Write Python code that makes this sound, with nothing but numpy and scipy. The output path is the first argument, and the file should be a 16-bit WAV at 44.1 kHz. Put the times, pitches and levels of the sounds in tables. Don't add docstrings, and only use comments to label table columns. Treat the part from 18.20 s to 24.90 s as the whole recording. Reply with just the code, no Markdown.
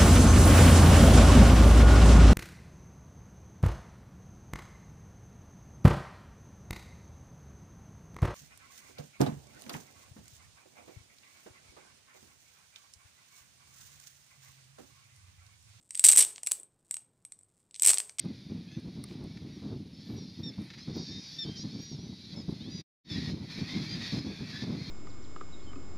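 import sys
import numpy as np
from scipy import signal
from scipy.fft import rfft, irfft
from scipy.io import wavfile
from scipy.ndimage import uniform_filter1d, map_coordinates

SR = 44100
rng = np.random.default_rng(int(sys.argv[2]) if len(sys.argv) > 2 else 0)


def bounce(signal):
    frames = np.transpose(np.atleast_2d(signal))
    limited = np.clip(frames, -1, 1)
    pcm = np.round(limited * 32767).astype(np.int16)
    wavfile.write(sys.argv[1], SR, pcm)


N = 295470
T = np.arange(N) / SR


# start_s, length_s, pitch_hz, level_db, beak_hz
YELPS = [(.51, .085, 2080, -69, 6300), (1.07, .12, 1855, -70, 5600), (1.32, .07, 1905, -68, 6000),
         (1.96, .095, 1895, -59, 5500), (2.231, .076, 1837, -45, 4600), (3.184, .07, 1809, -38, 4400),
         (4.158, .074, 1745, -52, 5400), (4.895, .08, 1756, -45.5, 4150), (5.985, .035, 1710, -51, 4700)]
# start_s, length_s, first_pitch_hz, last_pitch_hz, middle_rise_share, level_db, beak_hz
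WAILS = [(1.72, .12, 1742, 1765, .004, -64, 5200), (1.97, .25, 594, 663, -.048, -60, 4700),
         (2.57, .08, 932, 1067, .02, -56.5, 5200), (2.73, .46, 642, 694, -.077, -51, 5200),
         (2.76, .15, 917, 869, .04, -51, 4400), (2.89, .12, 1848, 1865, -.009, -50, 3600),
         (3.02, .31, 959, 895, .012, -57, 4700), (3.22, .17, 1527, 1550, .027, -56, 3000),
         (3.255, .045, 912, 921, .008, -52, 4200), (3.35, .095, 677, 827, .045, -47.5, 5400),
         (3.49, .11, 720, 805, 0, -57, 5000), (3.58, .18, 908, 898, .053, -51.5, 5400),
         (3.77, .14, 1793, 1962, .044, -62, 5600), (3.97, .14, 1335, 1325, .025, -59, 3900),
         (4.1, .05, 700, 625, .01, -53, 4200), (4.39, .11, 676, 930, 0, -54, 3500),
         (4.5, .12, 946, 949, .029, -49.5, 5000)]
# start_s, length_s, first_pitch_hz, last_pitch_hz, level_db, beak_hz
SQUAWKS = [(.47, .11, 805, 880, -61, 2500), (4.95, .16, 942, 934, -52, 1700),
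           (5.48, .1, 1050, 1048, -51, 1700), (5.675, .095, 1566, 1576, -45, 4300),
           (5.8, .12, 950, 940, -50.5, 1700), (6.32, .12, 1668, 1760, -49, 1800),
           (6.56, .14, 2145, 2050, -54, 3600)]

def kittiwakes():
    out = np.zeros(N)
    progress = np.linspace(0, 1, 4)
    arch = 4 * progress * (1 - progress)
    sag = 1 - .078 * progress ** 3
    for start, length, hz, db, beak_hz in YELPS:
        add(out, start, amp(db) * near_cry(hz * sag, length, beak_hz, rough=.1, attack_s=.006))
    for start, length, first_hz, last_hz, rise, db, beak_hz in WAILS:
        glide = np.linspace(first_hz, last_hz, 4) * (1 + rise * arch)
        add(out, start, amp(db) * near_cry(glide, length, beak_hz, rough=.22, attack_s=.022))
    for start, length, first_hz, last_hz, db, beak_hz in SQUAWKS:
        glide = np.linspace(first_hz, last_hz, 4) * (1 + .013 * arch)
        add(out, start, amp(db) * near_cry(glide, length, beak_hz, rough=.55, attack_s=.015))
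    return out


def near_cry(pitches, length_s, beak_hz, rough, attack_s, release_s=.016):
    size = round(length_s * SR)
    t = np.arange(size) / SR
    fade = np.minimum(t / attack_s, 1) * np.minimum((t[-1] - t) / release_s, 1)
    waver = amp(1.5 * wander(size, 22))
    tone = voice(pitches, size, beak_hz, jitter=.014 * rough, rasp=rough, beak_width_hz=900)
    return unit(fade * waver * tone)


# frequency_hz, gain_db
THROAT = [(900, -28), (1800, -8), (2800, -12), (3600, 1), (5500, 0), (7000, -8), (8500, -30)]

def voice(pitches, size, beak_hz, jitter, rasp, beak_width_hz):
    pitch_path = np.polyfit(np.linspace(0, 1, 4), pitches, 3)
    hz = np.polyval(pitch_path, np.linspace(0, 1, size)) * (1 + jitter * wander(size, 170))
    phase = 2 * np.pi * np.cumsum(hz) / SR
    harmonics = np.arange(1, int(SR / 5 / hz.mean()) + 1)[:, None]
    throat = amp(level_at(THROAT, harmonics * hz))
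    beak = 1 / (1 + ((harmonics * hz - beak_hz) / beak_width_hz) ** 2)
    tone = (throat * beak * np.sin(harmonics * phase)).sum(0)
    return unit(tone * (1 + rasp * wander(size, 214.8)))


# frequency_hz, gain_db
SHRILL_COLOUR = [(2600, -25.5), (3100, -7.5), (3500, -1.5), (4400, 0), (5400, -6), (6200, -11.5),
                 (7000, -18.5), (7900, -30), (9600, -26), (12000, -33), (15500, -53)]
# frequency_hz, gain_db
HARSH_COLOUR = [(400, 0), (900, -1), (1450, -1), (1850, 2.5), (2300, 8), (2700, 2), (3100, -20.5),
                (4500, -27.5)]
# time_s, blur_db
SHRILL_BLUR = [(1.6, 2), (2.4, -2), (4.6, -2), (4.9, -1)]

def colony(harsh_blur_db=2):
    rattle_hz = 88 + 25 * wander(N, 6.1)
    rattle = 1 + .062 * np.sin(2 * np.pi * np.cumsum(rattle_hz) / SR)
    blur = rng.standard_normal((2, N)) * rattle * amp(wander(N, 21))
    blur_gain = amp(curve(SHRILL_BLUR))
    shrill = unit(colour(crowd(600, 1300, beak_hz=4500, jitter=.005, rasp=.35, count=190), SHRILL_COLOUR))
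    shrill = (shrill + blur_gain * unit(colour(blur[0], SHRILL_COLOUR))) / np.hypot(1, blur_gain)
    harsh = unit(colour(crowd(450, 1050, beak_hz=2400, jitter=.013, rasp=.5, count=110), HARSH_COLOUR))
    harsh += amp(harsh_blur_db) * unit(colour(blur[1], HARSH_COLOUR))
    shrill_db, harsh_db = colony_levels()
    return shrill * amp(shrill_db) + unit(harsh * rattle) * amp(harsh_db)


def crowd(low_hz, high_hz, beak_hz, jitter, rasp, count):
    out = np.zeros(N + SR // 4)
    progress = np.linspace(-1, 1, 4)
    for turn, (delay, length, pitch, glide, arch, distance) in enumerate(rng.random((count, 6))):
        size = round((.08 + .17 * length) * SR)
        middle_hz = low_hz * (high_hz / low_hz) ** pitch
        bend = 1 + .16 * (glide - .5) * progress - .07 * arch * progress ** 2
        cry = voice(middle_hz * bend, size, beak_hz, jitter, rasp, beak_width_hz=3500)
        cry *= signal.windows.tukey(size, .5)
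        add(out, (turn + delay) / count * len(out) / SR, amp(-7 * distance) * cry)
    return unit(out[-N:])


# time_s, shrill_level_db, harsh_level_db
CHATTER = [(0, -56.5, -65.5), (.3, -61, -68), (1.1, -60.5, -68.5), (1.45, -59, -66), (1.65, -64.5, -79.5),
           (1.85, -56.5, -65), (2.1, -60, -69.5), (2.5, -57, -62.5), (3.2, -51, -62), (3.5, -53, -63.5),
           (3.9, -56.5, -69.5), (4.13, -53, -64), (4.27, -56.5, -68.5), (4.6, -52, -62.5),
           (4.9, -50.5, -56.5), (5.18, -57, -63.5), (5.4, -48.5, -52), (6.7, -52, -56.5)]
# start_s, length_s, shrill_level_db
OUTBURSTS = [(4.9, 0.22, -47.5), (5.28, 0.13, -48), (5.46, 0.368, -46.5), (5.8, 0.19, -43.5),
             (6.28, .16, -47.5), (6.6, 0.28, -53)]

def colony_levels(harsh_chorus_db=-6.5):
    chorus = swells(OUTBURSTS, attack_s=.023, release_s=.0089)
    shrill = amp(curve(CHATTER, column=1)) ** 2 + chorus
    harsh = amp(curve(CHATTER, column=2)) ** 2 + chorus * amp(harsh_chorus_db) ** 2
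    return 10 * np.log10([shrill, harsh])


# start_s, peak_db, decay_s
CLACKS = [(.05, -55, .012), (.6, -57, .012), (.8396, -33, .013), (1.04, -52, .012), (2.419, -55, .012)]
# pitch_hz, width_hz, gain_db
BILL_NOTES = [(1206, 90, -10), (2169, 150, -10), (4450, 400, -7), (5500, 300, -9), (8861, 350, 0)]

def bill_clacks():
    out, t = np.zeros(N), np.arange(SR // 8) / SR
    for start, peak_db, decay_s in CLACKS:
        blow = rng.standard_normal(len(t)) * amp(-60 * t / decay_s)
        ring = sum(amp(db) * unit(resonate(blow, hz, width)) for hz, width, db in BILL_NOTES)
        add(out, start, amp(peak_db) * ring / abs(ring).max())
    return out


# start_s, length_s, level_db
CROAKS = [(1.171, 0.0077, -52.5), (2.501, 0.016, -51), (2.535, 0.02, -53.5), (2.576, 0.036, -56.5)]
# frequency_hz, gain_db
GANNET_THROAT = [(500, -22), (1300, -10), (2000, 0), (3000, -9), (4400, -4), (6000, -14), (8000, -32),
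                 (15000, -52)]

def gannet_croaks(pulse_hz=430):
    out = np.zeros(N)
    for start, length, db in CROAKS:
        size = round(length * SR)
        cycles = np.cumsum(pulse_hz * (1 + .084 * wander(size, 200))) / SR
        pulses = np.diff(np.floor(cycles), prepend=0)
        add(out, start, amp(db) * unit(colour(pulses, GANNET_THROAT) * np.linspace(1, .3, size)))
    return out


# start_s, length_s, level_db, centre_hz
RUSTLES = [(0.868, 0.098, -62.5, 3000), (1.836, .16, -77.5, 12000), (2.18, 0.058, -81, 13700),
           (2.373, 0.13, -77, 10100), (2.753, .03, -69, 14800), (3.033, .2, -79.5, 11000),
           (3.606, 0.054, -76, 13000), (4.285, .06, -78, 10300)]

def wing_rustles(width_hz=3000):
    out = np.zeros(N)
    for start, length, db, hz in RUSTLES:
        size = round(length * SR)
        stalks = rng.standard_normal(size) * amp(3 * wander(size, 200))
        hiss = resonate(resonate(stalks, hz, width_hz), hz, width_hz)
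        add(out, start, amp(db) * unit(hiss * signal.windows.tukey(size, .7)))
    return out


# frequency_hz, gain_db
WIND_COLOUR = [(22, -42.5), (40, -42), (65, -6.5), (110, 1.5), (180, 5), (290, -1), (400, -12), (550, -23),
               (900, -28.5), (1500, -38.5), (3000, -60), (9000, -79.5)]
# frequency_hz, gain_db
CROSSWIND_COLOUR = [(40, -30), (130, -19.5), (300, -4), (650, -5), (1700, -17), (3200, -54.5)]
# time_s, wind_side_db, wash_side_db
STEREO_SPREAD = [(4.6, -46, -6), (4.9, -22, 0.5)]

def wind(gain_db=-1, lumps_db=2.5, treble_db=-1, split_hz=320):
    swirls = unit(colour(rng.standard_normal(N), WIND_COLOUR))
    swirls /= np.sqrt(uniform_filter1d(swirls ** 2, size=1800))
    low_db, high_db = wind_levels()
    force_db = low_db + lumps_db * wander(N, 34) + gain_db
    brightness_db = treble_db + high_db - low_db + .2 * (force_db + 42)
    low = signal.sosfiltfilt(signal.butter(2, split_hz, fs=SR, output="sos"), swirls)
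    middle = amp(force_db) * (low + (swirls - low) * amp(brightness_db)) + buffets()
    side = unit(colour(rng.standard_normal(N), CROSSWIND_COLOUR)) * amp(force_db + curve(STEREO_SPREAD))
    return middle + np.array([side, -side])


# start_s, length_s, strength_db, extra_brightness_db
GUSTS = [(0.038, 0.077, -41, -0.5), (0.296, 0.088, -38.5, -1.5), (0.561, 0.018, -37.5, -19),
         (0.644, 0.037, -39.5, -2.5), (0.754, 0.053, -37.5, 2.5), (0.903, .16, -45, 6),
         (1.098, 0.18, -49.5, 4), (1.418, .12, -40, 4), (1.558, 0.061, -39.5, -9), (1.889, .15, -41, 2),
         (2.188, 0.1, -40, 1), (2.377, 0.045, -38, 1.5), (2.673, 0.072, -40, 5.5), (2.754, 0.068, -40.5, 8),
         (2.873, 0.11, -43, -1), (3.248, 0.062, -37.5, 0.5), (3.432, 0.019, -35.5, 1),
         (3.526, 0.079, -40.5, 1), (3.713, 0.036, -35.5, -2.5), (3.776, .16, -44.5, 3),
         (4.126, 0.077, -41.5, 5), (4.277, .06, -37.5, 0), (4.42, 0.16, -46.5, -10),
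         (4.902, 0.14, -35.5, -17), (5.063, 0.08, -33, -2), (5.18, 0.057, -41, 1),
         (5.362, 0.061, -37.5, -2.5), (5.533, 0.097, -33.5, -2), (5.662, 0.17, -40, -13),
         (5.922, 0.062, -32, 1.5), (6.043, 0.072, -38.5, 6.5), (6.202, 0.02, -35.5, -1),
         (6.417, 0.14, -35.5, 4.5), (6.557, 0.077, -42, 3)]
# time_s, strength_db
BREEZE = [(0, -49.5), (1, -44.5), (1.75, -47.5), (2.6, -50.5), (3.08, -55), (3.4, -43), (3.7, -48.5),
          (4.02, -51.5), (4.3, -45.5), (5, -45), (6.7, -44.5)]

def wind_levels(attack_s=.0038, release_s=.021):
    low = [(start, length, db) for start, length, db, _ in GUSTS]
    high = [(start, length, db + bright) for start, length, db, bright in GUSTS]
    breeze = amp(curve(BREEZE)) ** 2
    return [10 * np.log10(breeze + swells(rows, attack_s, release_s)) for rows in (low, high)]


# time_s, relative_peak_db
BUFFETS = [(0.574, -30.5), (1.041, -28), (2.382, -27.5), (2.684, -27.5), (3.717, -40.5), (5.412, -22),
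           (5.932, -30), (6.207, -28.5)]

def buffets(gain=.71, attack_s=.0026, decay_s=.023):
    out, t = np.zeros(N), np.arange(SR // 10) / SR
    envelope = np.minimum(t / attack_s, 1) * np.exp(-t / decay_s)
    for time_s, db in BUFFETS:
        push = colour(rng.standard_normal(len(t)), WIND_COLOUR) * envelope
        add(out, time_s - .002, gain * amp(db) * push / abs(push).max())
    return out


def cliff_echo(sound, decay_s=.36, gap_s=.008):
    t = np.arange(SR // 2) / SR
    echoes = rng.standard_normal(len(t)) * (rng.random(len(t)) < .05)
    echoes *= amp(-60 * t / decay_s) * (t > gap_s)
    return signal.fftconvolve(sound, echoes / np.linalg.norm(echoes))[:N]


# frequency_hz, gain_db
WASH_COLOUR = [(60, -1.5), (200, -1), (500, -2), (1200, -18), (3000, -6.5), (6000, -32.5), (7900, -32.5),
               (9600, -18.5), (12500, -27.5), (15500, -32)]
# frequency_hz, side_gain_db
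WASH_WIDTH = [(100, -36.5), (300, -38), (600, -16.5), (1300, -21), (2500, -31), (5000, -36), (9000, 0.5),
              (14000, 3.5)]

def sea_wash(middle_db=-67, follow_colony=.55):
    middle, side = colour(rng.standard_normal((2, N)), WASH_COLOUR)
    shrill_db, _ = colony_levels()
    side_db = curve(STEREO_SPREAD, column=2) + follow_colony * (shrill_db - shrill_db.mean())
    side = colour(unit(side), WASH_WIDTH) * amp(side_db)
    return amp(middle_db) * (unit(middle) + np.array([side, -side]))


def amp(db):
    return 10 ** (np.asarray(db) / 20)


def unit(x):
    return x / np.sqrt(np.mean(x ** 2) + 1e-20)


def level_at(points, hz):
    frequencies, db = np.transpose(points)
    return np.interp(np.log(hz + 1), np.log(frequencies), db)


def curve(rows, column=1):
    rows = np.asarray(rows)
    return np.interp(T, rows[:, 0], rows[:, column])


def colour(x, points):
    hz = np.fft.rfftfreq(x.shape[-1], 1 / SR)
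    return irfft(rfft(x) * amp(level_at(points, hz)), x.shape[-1])


def wander(size, hz):
    at = np.arange(size) * 2 * hz / SR
    return map_coordinates(rng.standard_normal(8192), [at + 2], order=2, mode="wrap")


def resonate(x, hz, width_hz):
    decay = np.exp(-np.pi * width_hz / SR)
    return 2 * signal.lfilter([1 - decay], [1, -decay * np.exp(2j * np.pi * hz / SR)], x).real


def swells(rows, attack_s, release_s):
    power = np.zeros(N)
    for start, length, db in rows:
        rise = np.clip((T - start) / attack_s, 0, 1)
        fall = np.exp(-np.maximum(T - start - length, 0) / release_s)
        power += (amp(db) * rise * fall) ** 2
    return power


def add(mix, start_s, sound):
    part = mix[max(round(start_s * SR), 0):][:len(sound)]
    part += sound[:len(part)]


def scene():
    cries = kittiwakes()
    birds = cries + amp(-18) * cliff_echo(cries) + colony()
    return birds + wind() + bill_clacks() + gannet_croaks() + wing_rustles() + sea_wash()


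# time_s, gain_db
DROPOUT = [(4.612, 0), (4.63, -40), (4.66, -80), (4.83, -80), (4.85, -18), (4.9, 0)]

def record(dry):
    treble_cut = signal.firwin(511, cutoff=15700, window=("kaiser", 9), fs=SR)
    return signal.oaconvolve(dry * amp(curve(DROPOUT)), treble_cut[None], "same")


dry = scene()
out = record(dry)
bounce(out)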